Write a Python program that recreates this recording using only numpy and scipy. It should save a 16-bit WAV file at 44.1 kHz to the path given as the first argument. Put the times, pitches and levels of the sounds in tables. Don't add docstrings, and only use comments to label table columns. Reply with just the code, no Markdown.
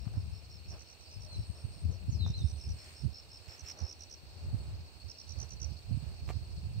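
import sys
import numpy as np
from scipy import signal
from scipy.fft import rfft, irfft, next_fast_len
from scipy.io import wavfile
from scipy.ndimage import uniform_filter1d, map_coordinates

SR = 44100
rng = np.random.default_rng(int(sys.argv[2]) if len(sys.argv) > 2 else 0)


def to_wav(sig):
    pcm = np.clip(np.atleast_2d(sig), -1, 1) * 32767
    pcm = np.round(pcm).astype(np.int16)
    wavfile.write(sys.argv[1], SR, pcm.T)


N = 299880

# frequency in Hz, relative level in dB.
DULL_SPECTRUM = [(120, -10), (350, 3.5), (650, 5.5), (1200, -2), (2500, -13), (8000, -33)]
# frequency in Hz, relative level in dB.
CRISP_SPECTRUM = [(400, -21), (1500, -5), (2600, -1), (4500, -13.5), (8200, -6.5), (10200, -35),
                  (12300, -16.5), (15500, -18)]


def amp(db):
    return 10 ** (np.asarray(db) / 20)


def unit(x):
    return x / np.sqrt(np.mean(np.abs(x) ** 2) + 1e-20)


def clock():
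    return np.arange(N) / SR


def along(points, hz):
    freqs, values = np.transpose(points)
    return np.interp(np.log(hz + 1), np.log(freqs + 1), values)


def curves(rows):
    times, *columns = np.transpose(rows)
    return np.array([np.interp(clock(), times, column) for column in columns])


def wobble(rate):
    return map_coordinates(rng.standard_normal(int(N * rate / SR) + 4), [clock() * rate])


def filtered(x, response):
    size = x.shape[-1]
    padded = next_fast_len(size + 8192)
    return irfft(rfft(x, padded) * response(np.fft.rfftfreq(padded, 1 / SR)), padded)[..., :size]


def coloured(x, spectrum):
    return filtered(x, lambda hz: amp(along(spectrum, hz)))


def stereo_noise(spectrum):
    # frequency in Hz, likeness from 0 to 1.
    likeness = [(60, .06), (160, 0.099), (420, 0.74), (740, 0.46), (1200, 0.024), (15000, 0.091)]

    def gains(hz):
        angle = np.arccos(along(likeness, hz)) / 2
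        return amp(along(spectrum, hz)) * [np.cos(angle), np.sin(angle)]

    shared, opposite = filtered(rng.standard_normal((2, N)), gains)
    return unit(np.array([shared + opposite, shared - opposite]))


def pan(left_db):
    return amp([[left_db / 2], [-left_db / 2]])


def placed(x, left_db, lead_ms, echo_db):
    # frequency in Hz, seconds to fade by 60 dB.
    echo_times = [(300, 0.05), (3800, 0.35), (5600, .17), (10000, 0.03)]
    shift = lead_ms * SR / 2000
    direct = np.array([map_coordinates(x, [np.arange(N) + side * shift]) for side in (1, -1)])
    hz, t, noise = signal.stft(rng.standard_normal((2, SR // 2)), SR, nperseg=256)
    fade = amp(-60 * t / along(echo_times, hz)[:, None])
    tail = signal.istft(noise * fade, SR, nperseg=256)[1]
    echo = signal.fftconvolve(x[None], tail / np.linalg.norm(tail[0]), axes=1)[:, :N]
    return direct * pan(left_db) + amp(echo_db) * echo


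def add(track, middle_s, sound):
    index = round(middle_s * SR) - len(sound) // 2 + np.arange(len(sound))
    inside = (index >= 0) & (index < N)
    track[index[inside]] += sound[inside]


def soft_hiss(db=-63, sway_db=1, growth_db_per_s=0.14):
    # frequency in Hz, relative level in dB.
    spectrum = [(40, -9), (100, -14.5), (250, 2), (400, 0.5), (700, -0.5), (1100, -6), (1900, -10.5),
                (3300, -10.5), (7000, -16), (9000, -44), (10200, -35.5), (12500, -20.5), (15500, -19)]
    hiss, t = stereo_noise(spectrum), clock()
    low = filtered(hiss, lambda hz: 1 / (1 + (hz / 1500) ** 2))
    low_db = sway_db * wobble(2.37) + growth_db_per_s * (t - t.mean())
    return amp(db) * (hiss + low * (amp(low_db) - 1)) * pan(-2.1)


def chorus(throb_hz=14):
    # centre and width in Hz, base level, flutter and throb in dB,
    # growth in dB a second, drift in dB.
    groups = [(2620, 350, -68.5, 1.65, 0.5, 0.5, 0.94), (3950, 400, -73, 3, -2, 0.5, 1.5),
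              (4380, 215, -63.8, 2, 1.5, 1.15, 1.1), (4930, 900, -66.5, -2.5, 1, 1.07, 2.1),
              (8200, 720, -70.5, 1, 0.5, 1, 1.2)]
    # time in seconds, gain in dB.
    swell = [(0, 1), (1.05, 2), (1.6, 0.5), (3.4, -1), (5.3, -1.5), (6.8, -2.5)]
    out, t = np.zeros((2, N)), clock()
    throb = np.sin(2 * np.pi * throb_hz * t + wobble(3.21))
    for centre, width, db, flutter_db, throb_db, growth, drift_db in groups:
        noise = rng.standard_normal((2, N))
        band = unit(filtered(noise, lambda hz: 1 / (1 + ((hz - centre) / width) ** 2 / 2) ** 2))
        slow_db = db + growth * (t - t.mean()) + drift_db * wobble(8.2)
        out += band * amp(slow_db + flutter_db * wobble(110) + throb_db * throb)
    return out * amp(curves(swell))


def notes(calls, ease, fade_s, waver, octave_db, flicker_db, ends_db):
    out, t = np.zeros(N), clock()
    unsteady = 1 + waver * wobble(250)
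    for start, length, first_hz, last_hz, db in calls:
        progress = np.clip(t - start, -fade_s, length + fade_s) / length
        hz = first_hz + (last_hz - first_hz) * np.expm1(-ease * progress) / np.expm1(-ease)
        gate = np.clip(np.minimum(t - start, start + length - t) / fade_s + .5, 0, 1)
        level_db = db + ends_db * (2 * progress - 1) ** 2
        level_db += octave_db * np.log2(hz / min(first_hz, last_hz))
        out += gate * amp(level_db) * np.sin(2 * np.pi * np.cumsum(hz * unsteady) / SR)
    return out * amp(flicker_db * wobble(60))


def birds():
    # start and length in seconds, first and last Hz, base level in dB.
    whistle_calls = [(1.05, 0.065, 4420, 5000, -56), (1.112, .065, 5190, 5240, -57.5),
                     (1.256, 0.125, 4620, 3930, -53.5), (1.905, 0.05, 6700, 5350, -59),
                     (2.1, 0.072, 7080, 4800, -50.5), (2.19, 0.07, 4270, 3570, -45),
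                     (2.335, 0.022, 4020, 4230, -45), (2.362, .07, 4130, 3560, -51.5)]
    hoot_calls = [(1.245, 0.07, 630, 600, -63), (1.892, 0.07, 380, 570, -57)]
    whistles = notes(whistle_calls, ease=.8, fade_s=.01, waver=.005,
                     octave_db=-9, flicker_db=1.6, ends_db=-7)
    hoots = notes(hoot_calls, ease=.23, fade_s=.029, waver=.028,
                  octave_db=-5, flicker_db=2.5, ends_db=-3)
    return (placed(whistles, left_db=-2.5, lead_ms=-.057, echo_db=-4.5)
            + placed(hoots, left_db=-6, lead_ms=-.091, echo_db=-8))


def rustles(grain_db=1, crackle_db=-5, crackles_per_s=250):
    # time of the peak and half-length in seconds, dull and crisp base levels in dB.
    swishes = [(0.168, 0.03, -59.5, -99), (0.745, 0.05, -56, -76), (1.32, .09, -65, -99),
               (1.6, .12, -65.5, -99), (1.935, 0.042, -64, -94), (2.86, 0.16, -69, -61.5),
               (3.52, .1, -62.5, -61.5), (3.684, 0.065, -64, -57.5), (3.82, 0.1, -56.5, -110),
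               (4.536, 0.4, -65, -77), (5.42, 0.1, -61.5, -74), (5.65, .08, -64.5, -80),
               (6.053, 0.12, -65, -71)]
    swell = lambda peak, width: np.exp(-2 * ((clock() - peak) / width) ** 2)
    dull_level = sum(amp(db) * swell(peak, width) for peak, width, db, _ in swishes)
    crisp_level = sum(amp(db) * swell(peak, width) for peak, width, _, db in swishes)
    ticks = rng.standard_normal((2, N)) * (rng.random(N) < crackles_per_s / SR)
    crisp = stereo_noise(CRISP_SPECTRUM) + amp(crackle_db) * unit(coloured(ticks, CRISP_SPECTRUM))
    out = dull_level * stereo_noise(DULL_SPECTRUM) + crisp_level * crisp
    return out * amp(grain_db * wobble(200)) * pan(-2.2)


def scuffs():
    # start in seconds, dull level in dB, seconds to fade by 60 dB, crisp level in dB.
    rubs = [(.055, -58, 0.16, -80), (.135, -59, .07, -80), (2.271, -56, 0.16, -73),
            (6.276, -55.5, 0.2, -60), (6.291, -50, 0.05, -58), (6.303, -51, 0.09, -56)]
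    t = clock()
    decay = lambda start, fade_s: amp(-60 * np.abs(t - start) / fade_s) * (t >= start)
    dull = sum(amp(db) * decay(start, fade_s) for start, db, fade_s, _ in rubs)
    crisp = sum(amp(db) * decay(start, fade_s) for start, _, fade_s, db in rubs)
    return (dull * stereo_noise(DULL_SPECTRUM) + crisp * stereo_noise(CRISP_SPECTRUM)) * pan(-3.3)


def knocks(click_cycles=4, snap_fade_s=.008):
    # start in seconds, ring and click levels in dB, click pitch in Hz, snap level in dB.
    contacts = [(.078, -59, -44, 1000, -80), (.781, -65, -50, 1200, -80), (.8145, -70, -49, 1500, -70),
                (2.2637, -61, -34.5, 900, -58), (6.2906, -50, -30, 2200, -57),
                (6.2982, -55, -39, 1900, -49), (6.303, -44.5, -41, 900, -60), (6.309, -50, -38, 1800, -60)]
    # pitch in Hz, relative level in dB, seconds to fade by 60 dB.
    case_tones = [(510, -9, .04), (718, 0, .055), (860, -5, .05), (1170, -5, .045), (2070, -11, .04),
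                  (2360, -9, .04), (2720, -9, .035)]
    # frequency in Hz, relative level in dB.
    snap_spectrum = [(500, -12), (2500, 0), (6000, -7), (8300, 2), (9500, -12), (10500, -25), (15000, -18)]
    out, snap = np.zeros(N), np.zeros(N)
    for start, ring_db, click_db, click_hz, snap_db in contacts:
        t = np.maximum(clock() - start, 0)
        decay = lambda db, fade_s: amp(db - 60 * np.minimum(t / fade_s, 2))
        out += decay(click_db, click_cycles / click_hz) * np.sin(2 * np.pi * click_hz * t)
        for hz, db, fade_s in case_tones:
            tone = np.sin(2 * np.pi * hz * rng.normal(1, .016) * t)
            out += tone * decay(ring_db + db + rng.normal(0, 1), fade_s)
        snap += decay(snap_db, snap_fade_s) * (t > 0)
    return (out + snap * stereo_noise(snap_spectrum)) * pan(-3)


def wing_stroke(hz, fall_hz, length_s, rasp=.17):
    t = np.arange(-SR // 100, SR // 100) / SR
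    pitch = hz * (1 + .01 * rng.standard_normal()) - fall_hz * t / length_s
    teeth = 1 + rasp * unit(uniform_filter1d(rng.standard_normal(len(t)), size=22))
    phase = 2 * np.pi * np.cumsum(pitch) / SR + rng.uniform(0, 2 * np.pi)
    return teeth * np.exp(-np.abs(2 * t / length_s) ** 3) * np.sin(phase)


def trill(strokes_per_s=92.5, hz=8490):
    # start, end, rise time and fall time in seconds, base level in dB.
    phrases = [(-.1, .41, .4, .07, -68), (0.82, 1.875, 0.72, .06, -62), (2.32, 2.7, .2, .17, -58.5),
               (2.56, 3.17, .24, .24, -61.5)]
    out, t = np.zeros(N), clock()
    for beat in np.arange(0, N / SR, 1 / strokes_per_s):
        when = beat + rng.normal(0, .00025)
        strength = amp(rng.normal(0, 1))
        add(out, when, strength * wing_stroke(hz, fall_hz=760, length_s=.006, rasp=.1))
    effort = sum(amp(db) * np.clip(np.minimum((t - start) / rise, (end - t) / fall), 0, 1)
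                 for start, end, rise, fall, db in phrases)
    return placed(out * effort, left_db=8, lead_ms=.017, echo_db=-5)


def cricket(chirps, spacing_s, fall_hz, length_s, first_stroke_db=-9):
    out = np.zeros(N)
    for last_s, db, strokes, hz in chirps:
        for back in range(strokes):
            level_db = db + first_stroke_db * (back == strokes - 1) + rng.normal(0, .1)
            when = last_s - back * spacing_s + rng.normal(0, .0003)
            add(out, when, amp(level_db) * wing_stroke(hz, fall_hz, length_s))
    return out


def crickets(slow_hz=5345, slow_strokes=6):
    # time of the last stroke in seconds, base level in dB.
    slow_beats = [(0.046, -59), (0.22, -60.5), (.392, -56), (0.569, -52.5), (.741, -52), (.917, -60),
                  (1.09, -61), (1.264, -55.5), (1.438, -57.5), (1.616, -58), (1.79, -62), (1.969, -60.5),
                  (2.143, -62), (2.321, -55.5), (2.49, -54.5), (2.667, -48.5), (2.845, -53), (3.023, -52),
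                  (3.2, -47), (3.374, -49), (3.55, -50), (3.719, -46), (3.894, -46)]
    # the same two, then number of strokes, pitch in Hz.
    quick_chirps = [(.72, -48, 3, 5730), (.823, -51, 4, 5820), (.93, -52, 4, 5750), (1.04, -56, 4, 5730),
                    (1.143, -53, 4, 5730), (1.25, -51, 4, 5730), (1.36, -56, 4, 5730),
                    (2.305, -51, 4, 5750), (2.408, -52.5, 4, 5800), (2.515, -50, 4, 5750),
                    (2.616, -54, 4, 5700), (2.721, -48.5, 4, 5620), (3.61, -46.5, 3, 5840),
                    (3.715, -41.5, 4, 5600), (3.818, -46, 4, 5670), (3.928, -44, 4, 5590),
                    (4.037, -45, 4, 5700), (4.142, -44.5, 4, 5720), (5.115, -42.5, 3, 5500),
                    (5.216, -45, 4, 5500), (5.323, -45, 4, 5810), (5.431, -40.5, 4, 5850),
                    (5.536, -44.5, 4, 5830), (5.646, -39, 4, 5820)]
    # time in seconds, left side's lead in ms.
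    quick_lead = [(0, .04), (3, .165), (4.2, .17), (5.1, .055), (5.7, .065)]
    slow_chirps = [(last_s, db, slow_strokes, slow_hz) for last_s, db in slow_beats]
    slow = cricket(slow_chirps, spacing_s=.0136, fall_hz=560, length_s=.008)
    quick = cricket(quick_chirps, spacing_s=.0138, fall_hz=900, length_s=.007)
    return (placed(slow, left_db=-2.5, lead_ms=.01, echo_db=-11)
            + placed(quick, left_db=-6, lead_ms=curves(quick_lead)[0], echo_db=-12))


def eddy(width_s, hz, sag=.2368, overtone=.23, roughness_hz=60):
    t = np.arange(-SR // 10, SR // 10) / SR
    passing = np.tanh(t / width_s)
    phase = 2 * np.pi * (np.cumsum(hz * (1 - sag * passing)) / SR + rng.random())
    roughness = unit(filtered(rng.standard_normal(len(t)), lambda f: 1 / (1 + (f / roughness_hz) ** 4)))
    front = overtone * (1 - passing) * np.cos(1.55 * phase + roughness)
    swing = np.exp(-2 * (t / width_s) ** 2) * (np.sin(phase) + front)
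    return swing / np.sqrt(uniform_filter1d(swing ** 2, size=400).max())


def gust(peak_s, rise_s, fall_ratio=1.57):
    t = clock() - peak_s
    return np.exp(-2 * (t / (rise_s * np.where(t < 0, 1, fall_ratio))) ** 2)


def wind(gain_db=2.5, puff_db=3, lumps_db=2, flutter_db=-10, flutter_lumps_db=3.5):
    # time in seconds, left and right base levels in dB.
    breeze = [(0, -70, -68), (.55, -48, -54), (.92, -69.5, -61.5), (1.6, -50.5, -50), (2.3, -55, -55),
              (2.9, -62, -59.5), (3.9, -65.5, -58.5), (4.4, -54.5, -56), (5.1, -69, -56), (5.65, -57, -76),
              (6.3, -47.5, -38.5), (6.8, -46, -42)]
    # peak time and rise time in seconds, left and right base levels in dB.
    gusts = [(0.024, 0.056, -40.5, -56), (0.201, 0.15, -38, -43.5), (0.703, 0.058, -42.5, -44.5),
             (1.095, 0.021, -67, -45.5), (1.224, 0.12, -48, -68), (1.375, 0.056, -43, -44.5),
             (1.662, 0.045, -57, -38.5), (1.874, 0.06, -36, -39.5), (2.168, 0.18, -34.5, -43.5),
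             (2.33, 0.15, -40.5, -38.5), (2.542, 0.062, -50, -36.5), (2.699, 0.066, -45.5, -39.5),
             (3.056, 0.044, -56, -35), (4.455, 0.083, -38.5, -42.5), (4.575, 0.06, -52, -35.5),
             (4.738, 0.11, -42.5, -41), (5.059, 0.036, -59, -41.5), (5.41, 0.19, -63, -41.5),
             (5.681, 0.094, -61, -38), (5.974, 0.12, -75, -34.5)]
    # frequency in Hz, relative level in dB.
    rumble_spectrum = [(22, -51), (32, -25), (48, -5.5), (62, 5), (80, 7.5), (110, -3.5), (160, -22.5),
                       (220, -31), (320, -51.5), (600, -34.5), (2000, -65.5)]
    flutter_spectrum = [(70, -2), (130, 5), (185, -3.5), (260, -17), (380, -15), (700, -42.5), (2000, -66)]
    # time in seconds, level in dB, half-length in seconds, pitch in Hz,
    # side (0 left, 1 right).
    eddies = [(0.072, -27.5, 0.0094, 110.4, 0), (0.181, -23.5, 0.013, 97, 1), (1.177, -38, 0.016, 90, 0),
              (1.4, -30, 0.018, 82, 0), (1.503, -28.5, 0.017, 83.1, 0), (1.651, -32, 0.014, 98.2, 1),
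              (1.859, -22, 0.021, 80.7, 0), (1.899, -23, 0.016, 86.3, 0), (2.094, -22.5, 0.012, 104.9, 1),
              (2.129, -31.5, 0.012, 129.5, 0), (2.218, -28.5, 0.029, 100.6, 0),
              (2.266, -25.5, 0.02, 85.7, 1), (2.307, -27.5, 0.012, 114.4, 1),
              (2.453, -19.5, 0.023, 82.6, 1), (2.707, -26, 0.038, 73.6, 0), (3.058, -24, 0.023, 121.7, 1),
              (3.489, -39.5, 0.018, 79.3, 1), (3.637, -39, 0.016, 77, 1), (3.836, -27, 0.026, 77.3, 1),
              (4.546, -24, 0.02, 108.1, 1), (5.717, -38, 0.012, 105, 1), (5.918, -29.5, 0.012, 136.6, 1),
              (5.945, -28, 0.023, 111.6, 1), (5.975, -28, .012, 124.6, 1), (6.035, -36.5, 0.019, 140.3, 1),
              (6.237, -40, 0.013, 110.7, 0), (6.368, -27, 0.014, 89.5, 1), (6.58, -36, 0.007, 93.7, 0),
              (6.782, -29, 0.033, 99.1, 1)]
    wobble_pair = lambda rate: np.array([wobble(rate), wobble(rate)])
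    gust_power = sum((amp([[left], [right]]) * gust(peak, rise)) ** 2
                     for peak, rise, left, right in gusts)
    flow = np.sqrt(amp(curves(breeze)) ** 2 + gust_power)
    puffs_db = puff_db * np.minimum(wobble_pair(17), 1)
    rumble = coloured(rng.standard_normal((2, N)), rumble_spectrum)
    rumble /= np.sqrt(np.abs(uniform_filter1d(rumble ** 2, size=2500)) + 1e-12)
    flutter = unit(coloured(rng.standard_normal((2, N)), flutter_spectrum))
    flutter *= amp(flutter_db + flutter_lumps_db * wobble_pair(50))
    out = (rumble + flutter) * flow * amp(gain_db + puffs_db + lumps_db * wobble_pair(35))
    for when, db, width_s, hz, side in eddies:
        add(out[side], when, amp(db) * eddy(width_s, hz))
    return out


def scene():
    return (wind() + soft_hiss() + chorus() + crickets() + trill() + birds()
            + rustles() + scuffs() + knocks())


def record(dry, low_cut_hz=35, top_hz=15750):
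    return filtered(dry, lambda hz: (1 - 1 / (1 + (hz / low_cut_hz) ** 4)) * (hz < top_hz))


dry = scene()
out = record(dry)
to_wav(out)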